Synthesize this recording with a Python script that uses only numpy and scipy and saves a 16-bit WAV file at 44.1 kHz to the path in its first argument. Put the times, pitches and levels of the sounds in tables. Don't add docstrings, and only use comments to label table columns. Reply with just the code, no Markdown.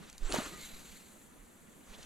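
import sys
import numpy as np
from scipy import signal
from scipy.fft import rfft, irfft, next_fast_len
from scipy.io import wavfile
from scipy.ndimage import uniform_filter1d, map_coordinates

SR = 44100
rng = np.random.default_rng(int(sys.argv[2]) if len(sys.argv) > 2 else 0)


def voltage_ratio(level):
    return 10 ** (np.asarray(level, float) / 20)


def inscribe(sig):
    pcm = np.round(np.clip(np.atleast_2d(sig).T, -1, 1) * 32767)
    wavfile.write(sys.argv[1], SR, pcm.astype(np.int16))


N = 90404
T = np.arange(N) / SR

# (frequency [Hz], correlation)
NEAR_ALIKE = [(200, 0.63), (700, 0.98), (2400, 0.71), (4400, 1), (8000, 0.98), (14000, 0.35)]
# (frequency [Hz], correlation)
FAR_ALIKE = [(200, 0.55), (500, 0.25), (1300, 0.25), (5000, 0.73), (14000, 0.41)]


def unit(x):
    return x / np.sqrt(np.mean(x ** 2) + 1e-20)


def along(points, hz):
    f, v = np.transpose(points)
    return np.interp(np.log(hz + 1), np.log(f + 1), v)


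def level(rows, col=1, fade_s=.03):
    s, db = np.transpose(rows)[[0, col]]
    times = np.r_[s[0] - fade_s, s, s[-1] + fade_s]
    levels = np.r_[db[0] - 30, db, db[-1] - 30]
    return voltage_ratio(np.interp(T, times, levels))


def wobble(rate):
    knots = rng.standard_normal(int(N * 400 / SR) + 4)
    return map_coordinates(knots, [T * np.clip(rate, 0, 400)])


def filtered(x, response):
    m = next_fast_len(N + SR // 4)
    return irfft(rfft(x, m) * response(np.fft.rfftfreq(m, 1 / SR)), m)[..., :N]


def rush(spectrum, patchy_db, alike=NEAR_ALIKE):
    z = signal.stft(rng.standard_normal((2, N)), nperseg=256)[2]
    field = rng.standard_normal(z.shape[1:])
    field = uniform_filter1d(uniform_filter1d(field, size=5, axis=0), size=5, axis=1)
    pair = signal.istft(z * voltage_ratio(patchy_db * unit(field)), nperseg=256)[1][:, :N]

    def mid_side(hz):
        angle = np.arccos(np.clip(along(alike, hz), -1, 1)) / 2
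        return voltage_ratio(along(spectrum, hz)) * [np.cos(angle), np.sin(angle)]

    mid, side = filtered(pair, mid_side)
    return unit(np.array([mid + side, mid - side]))


def narrow(hz, width_hz):
    band = filtered(rng.standard_normal((2, N)), lambda f: np.exp(-(f / width_hz) ** 2))
    phase = 2 * np.pi * np.cumsum(hz) / SR
    return unit(band[0] * np.cos(phase) + band[1] * np.sin(phase))


def rustle():
    # (time [s], level [dB])
    early = [(0, -71), (.04, -60), (.24, -63.5)]
    late = [(1.85, -73), (1.89, -64.5), (1.93, -58.5), (1.97, -60.5), (2.05, -58)]
    # (frequency [Hz], relative density [dB per Hz])
    cloth = [(200, -10), (450, -2.5), (2500, -3.5), (8000, -10), (16000, -23)]
    return (level(early) + level(late)) * voltage_ratio(2.2 * wobble(70)) * rush(cloth, patchy_db=2.2)


def wind():
    # (time [s], level [dB])
    strength = [(0, -65), (.4, -52), (.8, -60), (1.1, -69.5), (1.8, -71), (2.05, -53.5)]
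    # (frequency [Hz], relative density [dB per Hz])
    rumble = [(8, 8.5), (20, 4), (40, 1), (70, 0), (120, -43)]
    return level(strength) * rush(rumble, 2, [(30, .3)])


def drone():
    # (time [s], level [dB])
    strength = [(0, -53.5), (.04, -54.5), (.16, -65.5), (.55, -56), (1.05, -60.5), (1.65, -61),
                (2.05, -59.5)]
    # (frequency [Hz], relative density [dB per Hz])
    tone = [(40, -52), (70, -5.5), (118, -15.5), (150, -5.5), (220, -2), (310, -8), (800, -16.5),
            (1400, -17), (6000, -31)]
    return level(strength) * voltage_ratio(.5 * wobble(12)) * rush(tone, 1.2, FAR_ALIKE)


def hiss():
    # (time [s], level [dB])
    strength = [(0, -66), (.3, -61), (.5, -59.5), (1.26, -59.5), (1.3, -62.5), (2.05, -61.5)]
    # (frequency [Hz], relative density [dB per Hz])
    spectrum = [(2000, -8), (4500, -17.5), (7400, 2), (16000, 0.5)]
    return level(strength) * rush(spectrum, 1.8, FAR_ALIKE)


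def ticks():
    # (time [s], peak level [dB], decay time to 1/e [s], treble tilt [dB per octave])
    clicks = [(.0992, -37, .0011, 0), (.1285, -42, .0011, -3), (.1805, -37.5, .0017, -1),
              (.3232, -22, .0007, -10), (.3482, -26.5, .0007, -5), (.359, -31, .001, -4),
              (.972, -46, .002, 3), (2.0285, -42.5, .006, -6)]
    # (frequency [Hz], relative density [dB per Hz])
    spectrum = [(400, -81), (1500, -7), (3000, 2.5), (6000, 13), (16000, 0.5)]
    out, hz = np.zeros(N + SR), np.fft.rfftfreq(4096, 1 / SR)
    t = np.arange(1024) / SR
    for s, db, decay_s, tilt_db in clicks:
        envelope = np.exp(-t / max(decay_s, 2e-4)) * (1 - np.exp(-t / .00011))
        burst = rng.standard_normal(len(t)) * envelope
        octaves = np.log2(np.maximum(hz, 2000) / 6000)
        colour = voltage_ratio(along(spectrum, hz) + tilt_db * octaves)
        burst = irfft(rfft(np.pad(burst, (64, 0)), 4096) * colour)[:len(t)]
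        out[round(s * SR) - 64:][:len(t)] += voltage_ratio(db) * burst / np.abs(burst).max()
    return out[:N]


def swish():
    # (time [s], body level [dB], bright level [dB])
    strength = [(.2, -64.5, -71), (.25, -57.5, -51), (.285, -51.5, -51.5), (.31, -43.5, -48),
                (.345, -40.5, -38), (.375, -41.5, -41.5), (.41, -46, -43), (.435, -50, -46.5),
                (.46, -52, -47), (.49, -57.5, -58), (.56, -60.5, -59.5)]
    # (frequency [Hz], relative density [dB per Hz])
    low = [(60, -45), (100, -6), (190, -7), (350, -1), (900, -11.5), (3500, -28.5)]
    # (frequency [Hz], relative density [dB per Hz])
    high = [(600, -19), (1200, 1.5), (3500, -4.5), (7000, -7.5), (16000, -14)]
    treble_hz, treble_s, treble_rise_s = 7500, .315, .012
    body = level(strength) * voltage_ratio(2.2 * wobble(90.94)) * rush(low, patchy_db=2.0)
    air = rush(high, patchy_db=2.5)
    top = filtered(air, lambda hz: 1 / (1 + (treble_hz / (hz + 1)) ** 8))
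    air = air - top * (1 - np.tanh((T - treble_s) / treble_rise_s)) / 2
    return body + level(strength, col=2) * voltage_ratio(1.15 * wobble(152.8)) * air


def puffs():
    # (start [s], frequency [Hz], cycles, left level [dB], right level [dB])
    gusts = [(0.204, 18.8, 2, -34, -23.5), (0.307, 31.5, 1.6, -37, -39), (0.888, 27, 2.8, -67, -50),
             (1.37, 33, 3.8, -56, -50), (1.89, 18.5, 0.76, -48, -41.5)]
    out = 0
    for s, hz, cycles, left_db, right_db in gusts:
        u = np.clip((T - s) * hz / cycles, 0, 1)
        arch = np.sin(np.pi * u ** .71) ** 2
        out = out + arch * np.cos(2 * np.pi * cycles * u) * voltage_ratio([[left_db], [right_db]])
    return out


def whistle():
    # (time [s], frequency [Hz], level [dB])
    path = [(.235, 7700, -64), (.265, 7300, -59), (.3, 8700, -52), (.316, 9600, -51), (.335, 10200, -57),
            (.355, 11000, -64)]
    width_hz, undertone, undertone_db = 520, .8, -6
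    hz = np.interp(T, *np.transpose(path)[:2])
    tone = narrow(hz, width_hz) + voltage_ratio(undertone_db) * narrow(undertone * hz, width_hz)
    return level(path, col=2) * voltage_ratio(1.7 * wobble(200.4)) * tone


def mount():
    # (time [s], level [dB])
    jolts = [(.3414, -16), (.417, -33)]
    # (frequency [Hz], left level [dB], right level [dB], 60 dB decay time [s])
    modes = [(220, -13, -13, .045), (620, -12, -1, .018), (850, -5, -20, .016), (1500, -4, -4, .012)]
    out = 0
    for s, db in jolts:
        t = np.maximum(T - s, 0)
        for hz, left_db, right_db, t60 in modes:
            envelope = voltage_ratio(db - 60 * t / t60) * (1 - np.exp(-t / .001))
            ring = envelope * np.sin(2 * np.pi * hz * t)
            out = out + ring * [[voltage_ratio(left_db)], [-voltage_ratio(right_db)]]
    return out


def knocks():
    # (time [s], starting level [dB], frequency [Hz], 60 dB decay time [s])
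    blows = [(.358, -32, 930, .06), (.3845, -22, 225, .03), (.401, -32, 640, .035), (.456, -40, 1100, .03)]
    out = np.zeros(N + SR)
    t = np.arange(4096) / SR
    for s, db, hz, t60 in blows:
        envelope = voltage_ratio(db - 60 * t / t60) * (1 - np.exp(-t / .001))
        out[round(s * SR):][:len(t)] -= envelope * np.sin(2 * np.pi * hz * t)
    return out[:N]


def whirr():
    # (start [s], end [s], frequency [Hz], level [dB])
    tones = [(.465, .61, 1190, -61), (.45, .615, 1860, -63), (.565, .675, 2070, -60), (.6, .8, 3800, -64)]
    out = 0
    for start, end, hz, db in tones:
        arch = np.sin(np.pi * np.clip((T - start) / (end - start), 0, 1))
        pitch = hz * (1 + .04 * arch + .005 * wobble(40))
        phase = 2 * np.pi * np.cumsum(pitch) / SR
        out = out + voltage_ratio(db + 2.5 * wobble(50)) * np.abs(arch) ** .5 * np.sin(phase)
    return out


def payout():
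    # (time [s], level [dB])
    run = [(.46, -49.5), (.55, -56), (.605, -51), (.655, -50.5), (.69, -53.5), (.76, -56), (.97, -58),
           (1.02, -63), (1.15, -69), (1.27, -75)]
    # (frequency [Hz], relative density [dB per Hz])
    spectrum = [(500, -17), (1100, -8.5), (2200, 0), (3200, -4), (4200, 0), (5400, -6), (7600, -1),
                (9500, -8), (12000, -1), (16000, -12)]
    return level(run) * voltage_ratio(1.5 * wobble(121.0)) * rush(spectrum, patchy_db=1.5)


def squeak():
    # (time [s], frequency [Hz], level [dB])
    path = [(.632, 4600, -64), (.65, 3750, -58), (.668, 3000, -63)]
    hz = np.interp(T, *np.transpose(path)[:2])
    return level(path, col=2) * (narrow(hz, 250) + narrow(2 * hz, 250))


def ports(air):
    # (frequency [Hz], gain [dB])
    colour = [(3000, 1.5), (4300, 2.5), (5200, -4), (6200, 2.5), (7400, 2.5), (8800, -2), (10500, -1),
              (12200, -3.5), (13500, -9.5), (15800, -14.5)]
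    # (frequency [Hz], difference [dB])
    lean = [(150, -3), (1500, 0), (4000, -2), (14000, 5)]
    # (frequency [Hz], lead [rad])
    lead = [(100, 0.28), (1000, -0.67), (3000, -0.64), (5000, -0.57)]
    half = np.array([[.5], [-.5]])

    def response(hz):
        gain = voltage_ratio(along(colour, hz) + half * along(lean, hz))
        return gain * np.exp(1j * half * along(lead, hz))

    return filtered(air, response)


def scene():
    air = rustle() + drone() + hiss() + ticks() + swish() + whistle()
    air = air + knocks() + whirr() + payout() + squeak()
    return ports(air) + wind() + puffs() + mount()


def band_limit(x):
    return signal.sosfilt(signal.butter(12, 15750, fs=SR, output="sos"), x)


def record(dry):
    return band_limit(dry)


dry = scene()
out = record(dry)
inscribe(out)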